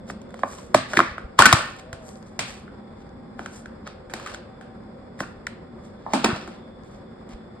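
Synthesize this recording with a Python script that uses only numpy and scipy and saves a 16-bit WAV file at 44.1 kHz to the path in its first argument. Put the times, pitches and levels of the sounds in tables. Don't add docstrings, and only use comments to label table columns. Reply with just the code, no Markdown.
import sys
import numpy as np
from scipy import signal
from scipy.fft import rfft, irfft
from scipy.io import wavfile

SR = 44100
rng = np.random.default_rng(int(sys.argv[2]) if len(sys.argv) > 2 else 0)


def dump_mix(stems):
    frames = np.atleast_2d(stems).T
    limited = np.clip(frames, -1, 1)
    pcm = np.round(limited * 32767).astype(np.int16)
    wavfile.write(sys.argv[1], SR, pcm)


N = 335160

# frequency in Hz, correlation from -1 to 1.
LIKENESS = [(60, 0.96), (180, 1), (550, 0.31), (1650, 0.27), (4960, -0.22), (15000, 0.18)]

# frequency in Hz, relative density in dB per Hz.
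HUM_SPECTRUM = [(12, -50), (20, -25.5), (37, -5.5), (102, -3.5), (126, -6), (236, -9.5), (270, -9.5),
                (384, -10.5), (608, -12), (776, -16), (1100, -16), (2150, -27), (2750, -39.5), (3600, -41),
                (5170, -33), (5920, -62), (7560, -40.5), (9400, -50), (10200, -70), (13000, -83)]
# frequency in Hz, width in Hz, mean level in dB.
HUM_TONES = [(211.4, 89, -48), (229, 22, -57), (367, 29, -58.5), (523, 120, -52.5), (769, 7.1, -61),
             (3478, 210, -71)]
HUM_DB, TONE_WAVER_DB = -46, 2.2

# start of the loudest part in seconds, relative level in dB,
# rise in seconds, hold in seconds, fall in seconds, extra treble in dB. Rise and fall span 20 dB.
STROKES = [(0.098, -40, 0.028, 0.01, 0.015, 6.5), (0.385, -52.5, 0.097, 0.025, 0.076, 0),
           (0.515, -44, 0.083, 0.0075, 0.19, 13.5), (0.776, -22.5, 0.0038, 0.0007, 0.0033, -6),
           (0.921, -35, 0.063, 0.035, 0.044, 1.5), (0.968, -26, 0.0056, 0.00076, 0.013, -7.5),
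           (0.989, -26, .016, 0.0091, 0.13, -6.5), (1.387, -25, 0.0057, .001, 0.013, -2.5),
           (1.446, -20, 0.036, 0.004, 0.048, -3), (1.546, -28, 0.08, .024, 0.15, 6),
           (1.796, -41.5, 0.026, .001, 0.012, 5), (2.074, -54, 0.071, 0.026, .12, 17.5),
           (2.27, -57, 0.024, .001, 0.14, 8.5), (2.48, -41.5, 0.06, 0.029, 0.13, 7.5),
           (3.007, -54, 0.065, .001, .08, 0), (3.396, -49.5, .033, 0.061, 0.076, 3),
           (3.545, -49, 0.068, 0.022, 0.078, 14), (3.872, -37, 0.022, 0.004, 0.057, -12),
           (4.166, -43.5, 0.011, 0.19, 0.055, -2), (4.336, -49, 0.0069, .006, 0.022, 6),
           (5.203, -39, 0.024, .012, 0.092, 4.5), (5.856, -56, 0.064, 0.0012, 0.064, 7),
           (6.13, -44, 0.04, 0.14, 0.11, -1), (6.245, -14.5, 0.0059, 0.0015, 0.017, -4),
           (6.337, -35, 0.24, 0.03, 0.16, -4.5), (6.54, -50.5, 0.081, 0.0017, 0.056, -2),
           (6.847, -60, 0.022, 0.14, 0.034, 4.5), (7.31, -47.5, 0.026, 0.022, 0.043, -1.5)]
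# frequency in Hz, relative density in dB per Hz.
SLIDE_SPECTRUM = [(290, -33), (500, -2), (4720, -15.5), (5900, -14.5), (6590, -19.5), (7900, -22.5),
                  (9480, -24.5), (10000, -44), (11500, -27.5), (14000, -103.5)]
TREBLE_HZ = 6000

RIM_SNAPS = [(0.101, -13, 1190, 1.15, -41, -14, -28), (0.292, -47, 826, 2.5, -14, 4, -21),
             (0.342, -30.5, 1280, 2.6, -16, 2.5, -19.5), (0.216, -50.5, 1410, 2.3, 0.5, -15, -16),
             (0.306, -42.5, 1400, 2.5, -12, -10, -18), (0.392, -39, 1000, 3, -8, 0, -14),
             (0.434, -9, 1476, 1.4, -44, -14.5, -22.5), (0.435, -16, 1080, 4.5, -56, 11, -17.5),
             (0.532, -37, 1090, 3.1, -9, 1.5, -13), (0.585, -39.5, 1020, 11, -5.5, -24, -12),
             (0.743, -21, 1100, 3, -10.5, 1, -22), (0.7455, -1, 1080, 3, -13, 0, -14.5),
             (0.746, 1, 636, 5.2, -31.5, -3.5, -14.5), (0.934, -14.5, 1410, 1.8, -19, -6.5, -17),
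             (0.939, -10, 1370, 1.7, -31.5, -11.5, -14), (0.968, -22.5, 950, 2.5, -11, -9.5, -19),
             (0.972, 5.5, 1667, 1.37, -25.5, -32.5, -15.5), (0.991, 0, 1130, 3.1, -25, -5.5, -17.5),
             (1.003, 1, 1236, 2.64, -36.5, -17, -33.5), (1.181, -19.5, 1307, 3, -26.5, -8.5, -15),
             (1.387, -16.5, 1101, 2.5, -14, -7.5, -20.5), (1.39, 4.5, 1086, 3.7, -12, -5, -10.5),
             (1.394, -13, 1010, 2.3, -20, -12, -24.5), (1.401, -6, 930, 6.8, -21, -12, -24.5),
             (1.411, -17.5, 1380, 4, -9, -12, -13.5), (1.421, 0, 1420, 5.5, -12, -10, -22),
             (1.456, 3.5, 1395, 2.9, -9.5, -21.5, -16.5), (1.4603, 2, 1405, 3.2, -13.5, -17, -20),
             (1.466, -7.5, 1430, 4.2, -10, -13.5, -24.5), (1.464, -6.5, 1500, 2.5, -9.5, -20.5, -22.5),
             (1.486, -13.5, 1347, 3.5, -22, -23, -20.5), (1.496, -16.5, 1358, 3.4, -21.5, -25.5, -8.5),
             (1.506, -20.5, 1387, 4.8, -20, -15.5, -21.5), (1.517, -19, 1360, 4, -13, -17.5, -22),
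             (1.527, 1.5, 1106, 3.35, -7.5, -4, -19), (1.533, -15, 1149, 3.7, -0.5, -11.5, -22)]
RIM_BODY_DB, RIM_THUMP_DB = -21, -27.5
RIM_PAN_DB, LID_FREE_S, FREE_PAN_DB = -1.5, 1.3, 3
KNOCKS = [(1.929, -33.5, 1399, 3.5, -3.5, 6.5, -15, -14), (2.392, -16, 1868, 0.9, -5.5, -12, -19, -9.5),
          (2.679, -37.5, 1350, 4, -39, -6.5, -15.5, -8), (6.064, -24.5, 830, 5.5, -61, -0.5, -19, -6),
          (6.135, -13.5, 855, 8.7, -10, -1, -1, -7), (6.245, -17.5, 1042, 0.71, 0.5, 3, 5, -15.5),
          (6.257, -19, 917, 5.5, -30.5, 5, -32, -7), (6.285, -32, 1032, 1.3, -31, 6, 3.5, -1.5),
          (6.476, -31.5, 1340, 2.7, -16.5, 0, -3, -8.5)]
KNOCK_THUMP_DB, KNOCK_PAN_DB = -17, -2.5
TICKS = [(3.393, -18.5, 1326, 1.83, -30, -3, -16), (3.46, -21, 1350, 2.8, -18, -4.5, -16.5),
         (3.658, -29.5, 1450, 3.3, -17.5, -19, -16.5), (3.868, -30.5, 1438, 2.8, -22, -1, -18),
         (3.874, -30, 1230, 4.5, -10.5, -8, -17.5), (4.098, -35.5, 1470, 2.7, -15.5, -1, -3),
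         (4.137, -18.5, 1437, 2, -8.5, -2, -16.5), (4.165, -34, 1180, 3.2, -10, -12, -9),
         (4.227, -39, 1120, 2.9, -10, -12, -14), (4.297, -40, 1690, 2, -6, -14, -6),
         (4.317, -35, 1436, 2.5, -12, -10, -17), (4.198, -33.5, 1154, 4.8, -10, -7.5, -13),
         (4.262, -27, 1222, 6.2, -12, -24, -8), (4.272, -31.5, 1470, 4.8, -8.5, -21, -11),
         (4.345, -32.5, 1440, 6, -3, -18, -21), (4.611, -36, 1430, 2.5, -18, -6, -7),
         (5.192, -36, 1696, 2.7, -17, -18, -5), (5.205, -8.5, 1445, 1.34, -24, -7.5, -22),
         (5.224, -36, 1243, 2.6, -33.5, 7, -16), (5.468, -20.5, 1802, 3.1, -12, -25, -19.5),
         (5.47, -23.5, 1410, 3.9, -20, -20, -20), (6.845, -60, 7200, 4.3, -20, -34, -19),
         (7.291, -48, 6760, 1.2, -5, -36, -10), (7.322, -61, 7800, 1.3, -14.5, -30.5, -13)]
TICK_BODY_BELOW_DB, TICK_THUMP_DB = 13, -45
# multiple of the pitch, relative level in dB.
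WALL_MODES = [(0.999, 1), (1.45, -12), (2.1, -17.5)]
# frequency in Hz, relative density in dB per Hz.
CRACK_SPECTRUM = [(350, -16), (600, -7.5), (2640, -6), (3060, -8), (4790, -14), (5960, -9), (6730, -11),
                  (9070, -19), (10100, -20.5), (11700, -22.5), (15400, -95.5)]
# settled frequency in Hz, level within the cluster in dB, 60 dB decay time in seconds.
TUB_MODES = [
    [(484, -8.5, 0.022), (548, 3, 0.022), (630.4, 4, 0.02), (690, -9, 0.018), (1007, -1, 0.015)],
    [(223, -1, 0.068), (266.5, -4.5, 0.1), (338.2, -7, 0.18), (362.1, 3, 0.052), (446, -11, 0.033)],
    [(83.6, -11.5, 0.099), (123, -1, 0.12)],
]
GRIP_DB, GRIP_SHIFT = 2.2, .02

# frequency in Hz, 60 dB decay time in seconds (0.03 at the least).
ROOM_T60 = [(100, 1), (400, 0.048), (1200, 0.45), (3000, 0.52), (8000, 0.25), (14000, 0.058)]
# frequency in Hz, gain in dB.
ROOM_COLOUR = [(100, -1.5), (500, 4), (800, -4), (1100, -3), (1500, -2.5), (1950, -5), (2400, -4),
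               (2900, -4), (4000, -1.5), (4700, 2), (6200, -12), (8000, 2.5), (12000, -4)]
# frequency in Hz, lead of the left port in radians.
PORT_PHASE = [(200, 0), (450, -.5), (900, -.75), (1400, -.2), (1800, -.1), (2670, 2.6), (4130, .4),
              (5000, .7), (5600, 3.1), (6550, 3.3), (7320, 6.3), (8870, 6.5), (9650, 9.5), (10900, 9.4),
              (12100, 13), (15200, 19)]

# start of the loudest part in seconds, level in dB,
# rise in seconds, hold in seconds, fall in seconds. Rise and fall span 20 dB.
CHATTER = [(0.445, -39, 0.012, 0.013, 0.027), (1.005, -41, 0.013, 0.012, 0.089),
           (1.414, -21, 0.0094, 0.0045, 0.014), (1.438, -22.5, .008, 0.016, 0.008),
           (1.48, -26.5, 0.009, 0.033, 0.0088), (1.553, -27, 0.018, 0.013, 0.16),
           (4.262, -45, 0.011, 0.019, 0.077), (5.224, -38.5, 0.0063, 0.018, 0.017),
           (6.255, -28, 0.015, 0.0088, 0.036), (6.3, -30, 0.032, 0.014, 0.029)]
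# frequency in Hz, relative level in dB, 60 dB decay time in seconds.
LOOSE_WALL_MODES = [(830, -9, 0.015), (1104, -2.5, 0.039), (1180, -6.5, 0.023), (1470, 4, 0.017),
                    (1810, -5, 0.068), (2300, -11, .025), (2550, -7.5, 0.018), (4630, -19, .012)]
CHATTER_PER_S = 400

# centre in seconds, level in dB, frequency in Hz.
LOW_THUMPS = [(1.119, -32, 68.6), (1.252, -29.5, 52.7), (1.404, -19, 118), (1.467, -19, 120),
              (1.541, -8.5, 116.6), (1.938, -29.5, 102), (5.211, -22, 208), (6.293, -18.5, 272.5),
              (6.334, -19.5, 120), (7.349, -32.5, 48.9)]
# time in seconds, frequency in Hz, mean level in dB.
FAINT_TONES = [
    [(1.835, 600, -62), (1.87, 630, -48), (1.9, 648, -52), (1.93, 665, -45), (1.99, 660, -54),
     (2.06, 620, -50), (2.095, 610, -64)],
    [(2.74, 805, -66), (2.84, 800, -60), (3.36, 797, -60), (3.46, 795, -66)],
]

CUTOFF_HZ = 15600


def from_db(db):
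    return 10 ** (np.asarray(db) / 20)


def rms_one(x):
    return x / np.sqrt(np.mean(x ** 2) + 1e-20)


def at_hz(points, hz):
    f, v = np.transpose(points)
    return np.interp(np.log(np.maximum(hz, 1)), np.log(np.maximum(f, 1)), v)


def coloured(x, spectrum):
    size = x.shape[-1]
    gain = from_db(at_hz(spectrum, np.fft.rfftfreq(size, 1 / SR)))
    return irfft(rfft(x) * gain, size)


def drift(rate_hz):
    step = 40
    r = np.exp(-2 * np.pi * rate_hz * step / SR)
    white = rng.standard_normal(N // step + 2002)
    slow = rms_one(signal.lfilter([1], [1, -2 * r, r * r], white)[2000:])
    return np.interp(np.arange(N) / step, np.arange(len(slow)), slow)


def left_right(mid, side, hz):
    alike = np.clip(at_hz(LIKENESS, hz), -1, 1)
    return np.sqrt(1 + alike) * mid + np.sqrt(1 - alike) * side * [[1], [-1]]


def stereo_noise():
    mid, side = rfft(rng.standard_normal((2, N)))
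    hz = np.fft.rfftfreq(N, 1 / SR)
    return left_right(mid, side, hz), hz


def hum():
    noise, hz = stereo_noise()
    broad = rms_one(irfft(noise * from_db(at_hz(HUM_SPECTRUM, hz)), N))
    out = broad * from_db(HUM_DB + drift(24.0))
    noise, hz = stereo_noise()
    for f, width, db in HUM_TONES:
        resonance = 1 / (1 + (2 * (hz - f) / width) ** 2)
        tone = rms_one(irfft(noise * resonance, N))
        out = out + from_db(db + TONE_WAVER_DB * drift(0.92)) * tone
    return out


def stroke_gain(strokes):
    t = np.arange(N) / SR
    total = 0
    for s, db, rise, hold, fall in strokes:
        before = np.maximum((s - t) / max(rise, .003), 0)
        after = np.maximum((t - s - hold) / max(fall, .005), 0)
        total = total + from_db(db - 20 * before - 20 * after)
    return total


def slips(per_s, spread_db, clump_db):
    sizes = from_db(spread_db * np.minimum(rng.exponential(1, N), 5)) * rng.choice([-1, 1], N)
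    chance = per_s * from_db(clump_db * drift(60)) / SR
    return sizes * (rng.random(N) < chance)


def creak():
    rub = from_db(-3.5) * rms_one(coloured(slips(2800, 3.0, 3.5), SLIDE_SPECTRUM))
    lowpass = signal.butter(4, TREBLE_HZ, fs=SR, output="sos")
    dull = signal.sosfiltfilt(lowpass, rub)
    plain = [row[:-1] for row in STROKES]
    bright = [(s, db + treble_db, *shape) for s, db, *shape, treble_db in STROKES]
    return stroke_gain(plain) * dull + stroke_gain(bright) * (rub - dull)


def contacts():
    rim = []
    for row in RIM_SNAPS:
        pan_db = RIM_PAN_DB if row[0] < LID_FREE_S else FREE_PAN_DB
        rim.append((*row[:6], RIM_BODY_DB, RIM_THUMP_DB, pan_db, row[6]))
    knocks = [(*row[:7], KNOCK_THUMP_DB, KNOCK_PAN_DB, row[7]) for row in KNOCKS]
    ticks = [(*row[:6], row[5] - TICK_BODY_BELOW_DB, TICK_THUMP_DB, 0, row[6]) for row in TICKS]
    return rim + knocks + ticks


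def wall_tone(t, hz, length_ms):
    slip = np.exp(-(t / max(length_ms / 1000, .001)) ** 3) + from_db(-21 - 60 * t / 0.028)
    sag = t + 0.21 * 0.0015 * (1 - np.exp(-t / 0.0011))
    tone = 0
    for multiple, db in WALL_MODES:
        tone = tone + from_db(db) * np.sin(2 * np.pi * multiple * hz * sag + rng.uniform(0, 2 * np.pi))
    return slip * tone


def tub_ring(t, cluster_db):
    slack = t + 0.00098 * (1 - np.exp(-t / 0.0021))
    ring = 0
    for level_db, modes in zip(cluster_db, TUB_MODES):
        for f, mode_db, t60 in modes:
            shift, firm = rng.normal(0, 1, 2)
            gain = from_db(level_db + mode_db + GRIP_DB * firm - 60 * t / t60)
            ring = ring + gain * np.sin(2 * np.pi * f * (1 + GRIP_SHIFT * shift) * slack)
    return ring


def snaps():
    t = np.arange(6000) / SR
    dry, send = np.zeros((2, N + len(t))), np.zeros(N + len(t))
    click = coloured(1. 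* (np.arange(len(t)) == 64), CRACK_SPECTRUM)
    click = click / np.linalg.norm(click)
    rise = 1 - np.exp(-(t / 0.00098) ** 2)
    swell = 1 - np.exp(-(t / 0.0023) ** 2)
    for s, db, hz, length_ms, crack_db, *cluster_db, pan_db, room_db in contacts():
        wall = wall_tone(t, hz, length_ms)
        noise = rms_one(coloured(rng.standard_normal(len(t)), CRACK_SPECTRUM))
        crack = noise * from_db(crack_db + 12.5 - 60 * t / 0.013)
        low = swell * tub_ring(t, cluster_db)
        near = from_db(db) * (rise * (wall + crack) + low)
        far = rise * wall * from_db(7.0 - 60 * t / 0.016)
        far = far + low * from_db(4.5 - 60 * t / 0.068)
        far = far + click * from_db(crack_db + 28.5)
        at = int(s * SR) - 20
        dry[:, at:at + len(t)] += near * from_db([[pan_db / 2], [-pan_db / 2]])
        send[at:at + len(t)] += from_db(db + room_db) * far
    return dry[:, :N], send[:N]


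def ports(dry):
    turn = np.exp(.5j * at_hz(PORT_PHASE, np.fft.rfftfreq(N, 1 / SR)))
    return irfft(rfft(dry) * np.array([turn, 1 / turn]), N)


def room(send):
    t = np.arange(int(.7 * SR)) / SR
    white, tail = rng.standard_normal((2, 2, len(t))), 0
    edges = 70 * 2 ** np.arange(0, 8.1, .5)
    for k, (low, high) in enumerate(zip(edges, edges[1:])):
        bandpass = signal.butter(2, [low, high], "band", fs=SR, output="sos")
        mid, side = signal.sosfilt(bandpass, white[k % 2])
        hz = np.sqrt(low * high)
        tail = tail + left_right(mid, side, hz) * from_db(-60 * t / max(at_hz(ROOM_T60, hz), .03))
    onset = np.clip((t - .002) / 0.00062, 0, 1)
    tail = coloured(tail, ROOM_COLOUR) * onset
    return signal.fftconvolve(send[None], tail * from_db(-24.5), axes=1)[:, :N]


def chatter():
    clicks, out = slips(CHATTER_PER_S, 2.5, 3.0) + 1e-18, 0
    for hz, db, t60 in LOOSE_WALL_MODES:
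        r = from_db(-60 / (max(t60, .004) * SR))
        w = 2 * np.pi * hz / SR
        struck = clicks * rng.standard_normal(N)
        out = out + from_db(db) * signal.lfilter([0, np.sin(w)], [1, -2 * r * np.cos(w), r * r], struck)
    return stroke_gain(CHATTER) * rms_one(out)


def low_thumps():
    t = np.arange(N) / SR
    out = 0
    for s, db, hz in LOW_THUMPS:
        envelope = np.exp(-((t - s) * hz / 0.55) ** 2)
        out = out + from_db(db) * envelope * np.sin(2 * np.pi * hz * (t - s))
    return out


def faint_tones():
    t, out = np.arange(N) / SR, 0
    for s, hz, db in map(np.transpose, FAINT_TONES):
        level = from_db(np.interp(t, s, db, left=-120, right=-120) + 2.5 * drift(25))
        phase = 2 * np.pi * np.cumsum(np.interp(t, s, hz)) / SR
        left_leads = np.array([[.5], [-.5]])
        out = out + np.sqrt(2) * level * np.sin(phase + left_leads)
    return out


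def scene():
    slide = creak() + chatter()
    dry, send = snaps()
    near = ports(dry + slide)
    tail = room(send + from_db(-12.0) * slide)
    return hum() + near + tail + low_thumps() + faint_tones()


def record(dry):
    flat = dry / (1 + np.abs(dry / .98) ** 12) ** (1 / 12)
    return signal.sosfilt(signal.cheby2(16, 30, CUTOFF_HZ, fs=SR, output="sos"), flat)


dry = scene()
out = record(dry)
dump_mix(out)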